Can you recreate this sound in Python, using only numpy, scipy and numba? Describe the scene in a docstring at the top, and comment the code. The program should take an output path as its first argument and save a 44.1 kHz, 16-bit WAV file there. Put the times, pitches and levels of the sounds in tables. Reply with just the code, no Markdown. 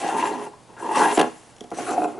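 """A quiet furnished room, two-port microphone close to a jewellery cabinet with small wooden drawers.
A hand pulls one drawer out, pushes it shut with a clatter, lifts the handle of the next and pulls that.
Wood sticks and slips on wood: dense tiny jolts ring the cabinet panels, the drawer and its air pocket.
Grain hisses under the slide, knocks crack, metal ticks; a room tail, air noise and faint hum lie behind."""
import sys
import numpy as np
from scipy import signal
from scipy.fft import rfft, irfft
from scipy.io import wavfile
from scipy.ndimage import uniform_filter1d
from numba import njit

SR = 44100
rng = np.random.default_rng(int(sys.argv[2]) if len(sys.argv) > 2 else 0)


def gain_from_decibels(decibels):
    """Convert decibel values to linear amplitude factors."""
    exponent = np.asarray(decibels, float) / 20
    return 10 ** exponent


def master_out(mix):
    """Clip the mix to full scale and print it as 16-bit PCM to the path in sys.argv[1]."""
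    frames = np.transpose(np.atleast_2d(mix))
    ceiling = np.clip(frames, -1, 1)
    pcm = np.round(ceiling * 32767).astype(np.int16)
    wavfile.write(sys.argv[1], SR, pcm)


N = 96579
T = np.arange(N) / SR

# the three slides, each with its own rows: time_s, rub_on_frame_db, rub_on_drawer_db, hiss_db, pocket_hz
SLIDES = [
    [(0.0, -34.5, -32.5, -36.5, 770), (0.038, -29, -26.5, -40, 780), (0.086, -32.5, -22.5, -36, 797),
     (0.15, -28.5, -25, -41.5, 860), (0.158, -29.5, -24.5, -42, 917), (0.204, -30.5, -24, -31.5, 914),
     (0.232, -31, -29, -39, 980), (0.262, -31.5, -26.5, -37, 960), (0.326, -32, -30.5, -45.5, 840),
     (0.408, -36, -31, -47.5, 924), (0.452, -40.5, -38, -48, 920), (0.47, -35, -35, -52, 940),
     (0.492, -50, -54, -56, 950), (0.522, -65, -92, -83, 929), (0.54, -41, -71, -86, 930),
     (0.574, -80, -89, -82, 960)],
    [(0.666, -69, -89, -91, 880), (0.692, -48.5, -49, -90, 915), (0.758, -59, -50.5, -84, 895),
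     (0.77, -42, -48, -68, 855), (0.796, -46, -47, -47.5, 850), (0.824, -36.5, -34.5, -47.5, 894),
     (0.886, -33.5, -31.5, -43.5, 960), (0.902, -29, -30.5, -47, 910), (0.914, -24, -34.5, -40, 895),
     (0.948, -42, -20, -38.5, 1020), (0.96, -23.5, -19, -30, 1060), (0.972, -24.5, -17.5, -28.5, 1010),
     (1.002, -19.5, -22.5, -29.5, 930), (1.03, -21.5, -20.5, -28, 1030), (1.055, -22, -25, -33, 860),
     (1.075, -28.5, -17, -35.5, 880), (1.12, -25.5, -22.5, -34.5, 880), (1.148, -39, -51, -33, 800),
     (1.16, -33, -36, -35.5, 770)],
    [(1.735, -34, -56, -55, 685), (1.745, -46, -57, -44.5, 667), (1.765, -34.5, -51, -46.5, 700),
     (1.789, -29.5, -27.5, -38.5, 687), (1.823, -30.5, -47, -38.5, 710), (1.865, -34, -50, -40.5, 760),
     (1.877, -25.5, -35.5, -36, 760), (1.913, -28.5, -28, -36, 750), (1.945, -31, -24.5, -41.5, 700),
     (1.961, -32, -25.5, -44.5, 700), (1.981, -28.5, -22, -43.5, 716), (2.027, -32, -31, -45, 740),
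     (2.049, -23, -21.5, -40, 720), (2.063, -40, -27, -51, 730), (2.121, -39, -48, -53, 730),
     (2.163, -40.5, -46.5, -61, 830), (2.19, -33, -33, -73, 780)],
]
POCKET_WIDTH_HZ, POCKET_DB = (270, 297, 284), (9, 9, 6)  # one value per slide
# the whole cabinet rocking on a knock: pitch_hz, level_db, t60_s
CABINET_ROCK = [(65, -44, 0.17)]
# cabinet panels, rung by rubbing on the frame, catches and knocks: pitch_hz, level_db, t60_s
CABINET_PANELS = [(139, -24, 0.11), (183.6, -16.5, 0.068), (247, -8.5, 0.081), (318.5, -3, 0.064),
                  (414.8, -2.5, 0.083), (481, -6.5, 0.075), (566.3, -6, 0.061), (709.7, -8.5, 0.11),
                  (800, -3.5, 0.017), (1081, -6, 0.046), (1385, -3, 0.015), (2134, -14.5, 0.027),
                  (3300, -40, 0.012)]
# wood of the first drawer: pitch_hz, level_db, t60_s
UPPER_DRAWER = [(825, -1, 0.084), (871, 4.5, 0.033), (1005, -2.5, 0.02), (1091, -11.5, 0.058),
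                (1320, -19, 0.023), (1337, -11, 0.02), (1642, -8.5, 0.053), (1778, -11.5, 0.046),
                (1924, -5, 0.022), (2435, -13, 0.063), (2685, -3, 0.022), (2820, -6.5, 0.036),
                (3170, -9.5, 0.027), (3570, -15, 0.046)]
# wood of the next drawer: pitch_hz, level_db, t60_s
LOWER_DRAWER = [(307.4, -7, 0.13), (711.7, 2, 0.099), (820, -3.5, 0.014), (1130, -6.5, 0.022),
                (1386, -7, 0.022), (1620, -16, 0.027), (2515, -9, 0.028), (2680, -10, 0.021)]
# hard catches while sliding: start_s, push_db, push_ms
CATCHES = [(0.031, -27, 0.27), (0.062, -18.5, 0.37), (0.088, -19, 0.22), (0.158, -12, 0.66),
           (0.184, -18, 0.27), (0.213, -21, 0.077), (0.226, -15.5, 0.23), (0.236, -15, 0.56),
           (0.254, -16.5, 0.23), (0.271, -18.5, 0.25), (0.281, -24.5, .4), (0.334, -18.5, 0.59),
           (0.463, -28, 0.43), (0.536, -34, 0.49), (0.552, -46, 0.43), (0.766, -34, 0.38),
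           (0.802, -28, 0.44), (0.824, -22.5, 0.55), (0.844, -19, 0.62), (0.911, -13, 0.53),
           (0.955, -14, 0.29), (0.994, -8, 0.35), (1.005, -9.5, 0.43), (1.019, -3.5, 0.52),
           (1.028, -16.5, 0.13), (1.039, -13, 0.35), (1.056, -7, 0.4), (1.081, -13, 0.79),
           (1.102, -17, 0.3), (1.784, -18, 1), (1.874, -29, 0.15), (1.917, -15, 0.43), (1.935, -17.5, 0.32),
           (1.978, -10, 0.93), (2.0, -17, 1), (2.018, -14.5, 0.34), (2.033, -17.5, 0.63),
           (2.044, -15, 0.06)]
# knocks, drawer front on frame and handle on drawer: start_s, push_db, push_ms, crack_db
KNOCKS = [(1.1736, -2.5, 0.83, -26), (1.1766, -8, 0.78, -26), (1.187, -7.5, 0.4, -29),
          (1.1932, -8, 0.19, -19), (1.2, -6, 0.3, -28), (1.2119, -8, 0.058, -23.5),
          (1.2274, -12.5, 0.33, -39), (1.2403, -14.5, 0.39, -56), (1.2525, -23.5, 1.1, -58),
          (1.2674, -24.5, 0.47, -51), (1.608, -18.5, 1.75, -49), (1.6409, -26.5, 1.27, -49),
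          (1.7147, -18, 0.87, -44), (1.7209, -21, 0.48, -54), (1.7295, -20, 1.13, -52)]
# stretches where the drawer binds and scrapes harder and brighter: start_s, length_s, level_db
BINDS = [(0.086, 0.034, -32.5), (0.766, 0.05, -39.5), (0.976, 0.085, -21.5), (1.859, 0.064, -32)]
# colour of the grain hiss: pitch_hz, relative level_db
GRAIN_COLOUR = [(1200, 4.5), (2000, 3.5), (3000, 0.5), (3800, -4), (5200, -4.5), (6500, -1), (8500, -6.5),
                (10800, 8), (11300, -17)]
# metal bangles and handles buzzing in the hiss: pitch_hz, width_hz, relative level_db
METAL_BUZZ = [(2793, 170, -10.5), (4210, 450, -13), (6040, 420, -8.5), (7380, 380, -7), (8210, 610, -8)]
# ticks of the metal handle: start_s, relative level_db
TICKS = [(1.263, -48), (1.275, -55), (1.564, -45.5), (1.583, -48), (1.607, -35), (1.638, -42), (1.704, -40),
         (2.04, -32.5)]
# metal handle modes: pitch_hz, level_db, t60_s
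HANDLE_MODES = [(2620, -8, 0.011), (3310, 9.5, 0.0072), (5700, 2, 0.01), (6840, 0, 0.017), (7800, -4, .007),
                (8900, -10, .008), (10800, 0, 0.0055)]
# colour of the room air: pitch_hz, relative level_db
AIR_COLOUR = [(15, -35), (25, -18), (132, 0.5), (602, -1), (819, 2), (1270, -8.5), (1910, -11.5),
              (2660, -14.5), (3190, -15), (10600, -17.5), (11500, -23.5), (15000, -69), (22000, -120)]
# tone of the two microphone ports: pitch_hz, left_minus_right_db
PORT_TONE = [(25, -8), (80, -9), (170, -6.5), (330, -4.8), (500, -2), (720, 1.2), (1300, 2.6), (2800, .6),
             (5600, .5), (10000, 1)]

JOLTS_PER_S, JOLT_SPREAD_DB, JOLT_CAP_DB = 1400, 3, 9
JOLT_PUSH_S, CHATTER_DB = 0.00019, 1
STICK_S, STICK_DEPTH = 0.0043, 0.54  # depth is the share of rubbing lost
JUDDER_S, JUDDER_DB = 0.0046, 1.5  # level against the catch
CATCH_ON_FRAME_DB, KNOCK_ON_DRAWER_DB = -7, -3.5
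RUN_ON_S, RADIATES_ABOVE_HZ = 0.012, 105
SETTLE_AT_S, SETTLE_DB, SETTLE_S = 1.145, -42, 0.17  # loose bangles settle as the drawer shuts
GRIP_S, HISS_FOLLOWS_JOLTS = 0.0032, 0.25
BIND_ABOVE_HZ, BIND_BELOW_HZ = 1125, 1610
HISS_FLICKER_DB, BUZZ_FLICKER_DB = 3.2, 4.5
CRACK_S, CRACK_RISE_S, CRACK_DARK_HZ = 0.0035, 0.0011, 4400
TICK_SCATTER_DB, TICK_RATTLE_S = 2, 0.0014
UNSHARED_HISS_DB = -11
ROOM_T60_S, ROOM_DB, ROOM_DARK_HZ, ROOM_GAP_S, ROOM_SPREAD = 0.3, -16, 3260, 0.0032, 0.5
AIR_DB, AIR_ALIKE = -51.5, 0.89  # alike: correlation of the two ports
HUM_HZ, HUM_DB, HUM_WAVER_DB = 120, -61, 3
PEAK_ROUND, PORT_RUMBLE_DB, PORT_RUMBLE_HZ, TOP_HZ = 0.75, -69, 110, 11150


def slides():
    """Stick-slip jolts, catches and knocks drive the wood; returns its sound and the hiss envelope."""
    frame_jolts, drawer_jolts = jolt_train(), jolt_train()
    catches = pushes(CATCHES)
    knocks = pushes([row[:3] for row in KNOCKS])
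    hits_frame = gain_from_decibels(CATCH_ON_FRAME_DB) * catches + knocks
    hits_drawer = catches + gain_from_decibels(KNOCK_ON_DRAWER_DB) * knocks
    rubbing_left, judder = stick_and_judder()
    drawers = UPPER_DRAWER, UPPER_DRAWER, LOWER_DRAWER
    spans = T < 0.62, (T >= 0.62) & (T < 1.5), T >= 1.5  # which slide takes the hits
    body, silence = 0, np.zeros(N)
    hiss = gain_from_decibels(SETTLE_DB) * burst(SETTLE_AT_S, 0.0032, SETTLE_S)
    for rows, drawer, width_hz, pocket_db, span in zip(SLIDES, drawers, POCKET_WIDTH_HZ, POCKET_DB, spans):
        time_s, frame_db, drawer_db, hiss_db, pocket_hz = np.array(rows, float).T
        pocket_hz = np.interp(T, time_s, pocket_hz)
        moving = (T >= time_s[0]) * (T <= time_s[-1] + RUN_ON_S)
        frame_env, drawer_env, hiss_env = (
            moving * gain_from_decibels(np.interp(T, time_s, db)) for db in (frame_db, drawer_db, hiss_db))
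        box = drawer, pocket_hz, width_hz, pocket_db
        # the judder locks to the air pocket
        shake = judder * np.sin(2 * np.pi * np.cumsum(pocket_hz) / SR)
        # each rub is scaled by how loudly the wood answers it
        rub_frame = rubbing_left * frame_jolts * frame_env / np.std(wood(frame_jolts, silence, *box))
        rub_drawer = rubbing_left * drawer_jolts * drawer_env / np.std(wood(silence, drawer_jolts, *box))
        on_frame = rub_frame + span * hits_frame
        on_drawer = rub_drawer + span * (hits_drawer + shake)
        body = body + wood(on_frame, on_drawer, *box)
        hiss = hiss + hiss_env
    high_pass = signal.butter(4, RADIATES_ABOVE_HZ, "high", fs=SR, output="sos")
    body = signal.sosfilt(high_pass, body) + ring(knocks, CABINET_ROCK)
    grip = unit(uniform_filter1d(np.abs(drawer_jolts), int(GRIP_S * SR)))
    return body, hiss * (1 - HISS_FOLLOWS_JOLTS + HISS_FOLLOWS_JOLTS * grip)


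def wood(on_frame, on_drawer, drawer, pocket_hz, width_hz, pocket_db):
    """Cabinet panels answer the force on the frame; drawer and air pocket answer that on the drawer."""
    pocket = on_drawer * gain_from_decibels(pocket_db) * SR / (np.pi * width_hz)
    for _ in range(2):
        pocket = moving_band(pocket, pocket_hz, float(width_hz))
    return (ring(on_frame, CABINET_PANELS) + ring(on_drawer, drawer) + pocket) / 2


def jolt_train():
    """Dense slips of random size; the grip gives way before it grows too strong."""
    size_db = np.minimum(JOLT_SPREAD_DB * rng.exponential(size=N), JOLT_CAP_DB)
    size = gain_from_decibels(size_db + CHATTER_DB * walk(70))
    slips = rng.random(N) < JOLTS_PER_S / SR
    hits = slips * size * rng.choice([-1, 1], N)
    return signal.lfilter([1], [1, -np.exp(-1 / (JOLT_PUSH_S * SR))], hits)


def stick_and_judder():
    """The runner sticks just before a catch and judders after it: share of rubbing left, judder envelope."""
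    left, judder = 1, 0
    for start_s, push_db, _ in CATCHES:
        left = left * (1 - STICK_DEPTH * np.exp(-((T - start_s + STICK_S / 2) / STICK_S) ** 2))
        shape = np.sin(np.pi * np.clip((T - start_s) / JUDDER_S, 0, 1))
        judder = judder + gain_from_decibels(push_db + JUDDER_DB) * shape / shape.sum()
    return left, judder


def pushes(rows):
    """Half-sine force pulses whose area is set by the push level."""
    force = np.zeros(N)
    for start_s, push_db, push_ms in rows:
        shape = np.sin(np.pi * np.clip((T - start_s) / (push_ms / 1000), 0, 1))
        force += gain_from_decibels(push_db) * shape / (shape.sum() + 1e-9)
    return force


def binding():
    """Hard band-limited jolts that ring the drawer's modes while it binds."""
    env = 0
    for start_s, length_s, level_db in BINDS:
        env = env + gain_from_decibels(level_db) * np.sin(np.pi * np.clip((T - start_s) / length_s, 0, 1)) ** 0.5
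    band = signal.butter(2, [BIND_ABOVE_HZ, BIND_BELOW_HZ], "band", fs=SR, output="sos")
    hard = signal.sosfilt(band, jolt_train())
    out = 0
    for drawer, span in ((UPPER_DRAWER, T < 1.5), (LOWER_DRAWER, T >= 1.5)):
        out = out + ring(hard * env * span, drawer) / np.std(ring(hard, drawer))
    return out


def grain():
    """Broad hiss of wood grain whose bands flicker, with flickering metal buzz."""
    hiss = 0
    for hz in 1300 * 2 ** np.arange(0, 3.2, 0.4):
        band = moving_band(rng.standard_normal(N), np.full(N, hz), hz / 3)
        hiss = hiss + band * gain_from_decibels(HISS_FLICKER_DB * walk(30.95))
    hiss = unit(colour(hiss, GRAIN_COLOUR))
    buzz = 0
    for hz, width_hz, level_db in METAL_BUZZ:
        flicker = gain_from_decibels(level_db + BUZZ_FLICKER_DB * walk(25.59))
        band = moving_band(rng.standard_normal(N), np.full(N, float(hz)), float(width_hz))
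        buzz = buzz + flicker * unit(band)
    return unit(hiss + buzz * gain_from_decibels(-6.5))


def cracks():
    """The short splintery crack on each knock: a burst of darkened grain."""
    env = sum(gain_from_decibels(crack_db) * burst(start_s, CRACK_RISE_S, CRACK_S) for start_s, _, _, crack_db in KNOCKS)
    dark_grain = signal.lfilter([1], [1, -np.exp(-2 * np.pi * CRACK_DARK_HZ / SR)], grain())
    return 2 * env * unit(dark_grain)


def handle():
    """Each tick is a brief rattle that rings the metal handle's modes in its own mix."""
    scatter = rng.standard_normal((len(TICKS), len(HANDLE_MODES)))
    rattle = rng.standard_normal(N)
    out = 0
    for (start_s, level_db), offsets in zip(TICKS, scatter):
        force = gain_from_decibels(level_db - 18.5) * rattle * burst(start_s, TICK_RATTLE_S / 4, TICK_RATTLE_S)
        modes = [(hz, db + TICK_SCATTER_DB * offset, t60_s)
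                 for (hz, db, t60_s), offset in zip(HANDLE_MODES, offsets)]
        out = out + ring(force, modes)
    return out


def room(near):
    """A diffuse, decaying noise tail after a short gap, different at each port."""
    t = T[:int(0.5 * SR)]
    tail = rng.standard_normal((2, len(t))) * gain_from_decibels(-60 * t / ROOM_T60_S) * (t > ROOM_GAP_S)
    mid, side = signal.lfilter([1], [1, -np.exp(-2 * np.pi * ROOM_DARK_HZ / SR)], tail)
    ports = mid + ROOM_SPREAD * side * np.array([[1], [-1]])
    return gain_from_decibels(ROOM_DB) * signal.fftconvolve(near[None], ports / np.sqrt(np.sum(mid ** 2)), axes=1)[:, :N]


def air():
    """Quiet room noise, partly shared by the ports, with a faint wavering mains hum."""
    mid, side = (unit(colour(rng.standard_normal(N), AIR_COLOUR)) for _ in range(2))
    shared = np.sqrt((1 + AIR_ALIKE) / 2) * mid
    unshared = np.sqrt((1 - AIR_ALIKE) / 2) * side * np.array([[1], [-1]])
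    hum = gain_from_decibels(HUM_DB + HUM_WAVER_DB * walk(8.9)) * np.sin(2 * np.pi * HUM_HZ * T)
    return gain_from_decibels(AIR_DB) * (shared + unshared) + hum


def unit(x):
    """Scale to rms 1."""
    return x / np.sqrt(np.mean(x ** 2))


def colour(x, points, share=1):
    """Shape a spectrum by (Hz, dB) points joined over log frequency; share scales the dB."""
    hz, db = np.array(points, float).T
    f = np.maximum(np.arange(N // 2 + 1) * SR / N, 1)
    gain = gain_from_decibels(share * np.interp(np.log(f), np.log(hz), db))
    return irfft(rfft(x) * gain, N)


def ring(force, modes):
    """A bank of decaying two-pole resonances, alternating in sign."""
    out = 0
    for k, (hz, db, t60_s) in enumerate(modes):
        r = np.exp(-np.log(1000) / (t60_s * SR))
        w = 2 * np.pi * hz / SR
        mode = signal.lfilter([0, r * np.sin(w)], [1, -2 * r * np.cos(w), r * r], force)
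        out = out + (-1) ** k * gain_from_decibels(db) * mode
    return out


@njit
def moving_band(x, hz, width):
    """State-variable band-pass with a moving centre."""
    y, band, low = np.empty(len(x)), 0., 0.
    for i in range(len(x)):
        g, k = np.tan(np.pi * hz[i] / SR), width / hz[i]
        v = (band + g * (x[i] - low)) / (1 + g * (g + k))
        band, low, y[i] = 2 * v - band, low + 2 * g * v, k * v
    return y


def walk(rate):
    """Random levels of rms 1, held 1 / rate s and slewed."""
    k = int(SR / rate)
    held = np.repeat(rng.standard_normal(N // k + 1), k)
    return unit(uniform_filter1d(held, k)[:N])


def burst(start_s, rise_s, fall_s):
    """Envelope that rises and dies away after its start."""
    u = np.maximum(T - start_s, 0)
    return (1 - np.exp(-u / rise_s)) * np.exp(-u / fall_s)


def scene():
    """Near sounds, hiss that differs between the ports, the room tail and the room air."""
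    body, hiss = slides()
    near = body + hiss * grain() + binding() + cracks() + handle()
    unshared = gain_from_decibels(UNSHARED_HISS_DB) * hiss * grain() * np.array([[1], [-1]])
    return near + unshared + room(near) + air()


def band_limit(x):
    """A steep low-pass at the top of the band."""
    return signal.sosfilt(signal.butter(12, 12180, fs=SR, output="sos"), x)


def record(dry):
    """The microphone rounds peaks; its ports differ in tone, each with faint rumble; the top is cut."""
    low_pass = signal.butter(2, PORT_RUMBLE_HZ, fs=SR, output="sos")
    rumble = unit(signal.sosfilt(low_pass, rng.standard_normal((2, N))))
    rounded = PEAK_ROUND * np.tanh(dry / PEAK_ROUND)
    left, right = rounded + gain_from_decibels(PORT_RUMBLE_DB) * rumble
    ports = np.array([colour(left, PORT_TONE, 0.5), colour(right, PORT_TONE, -0.5)])
    top_cut = signal.ellip(10, 0.3, 70, TOP_HZ, fs=SR, output="sos")
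    return band_limit(signal.sosfilt(top_cut, ports))


dry = scene()
out = record(dry)
master_out(out)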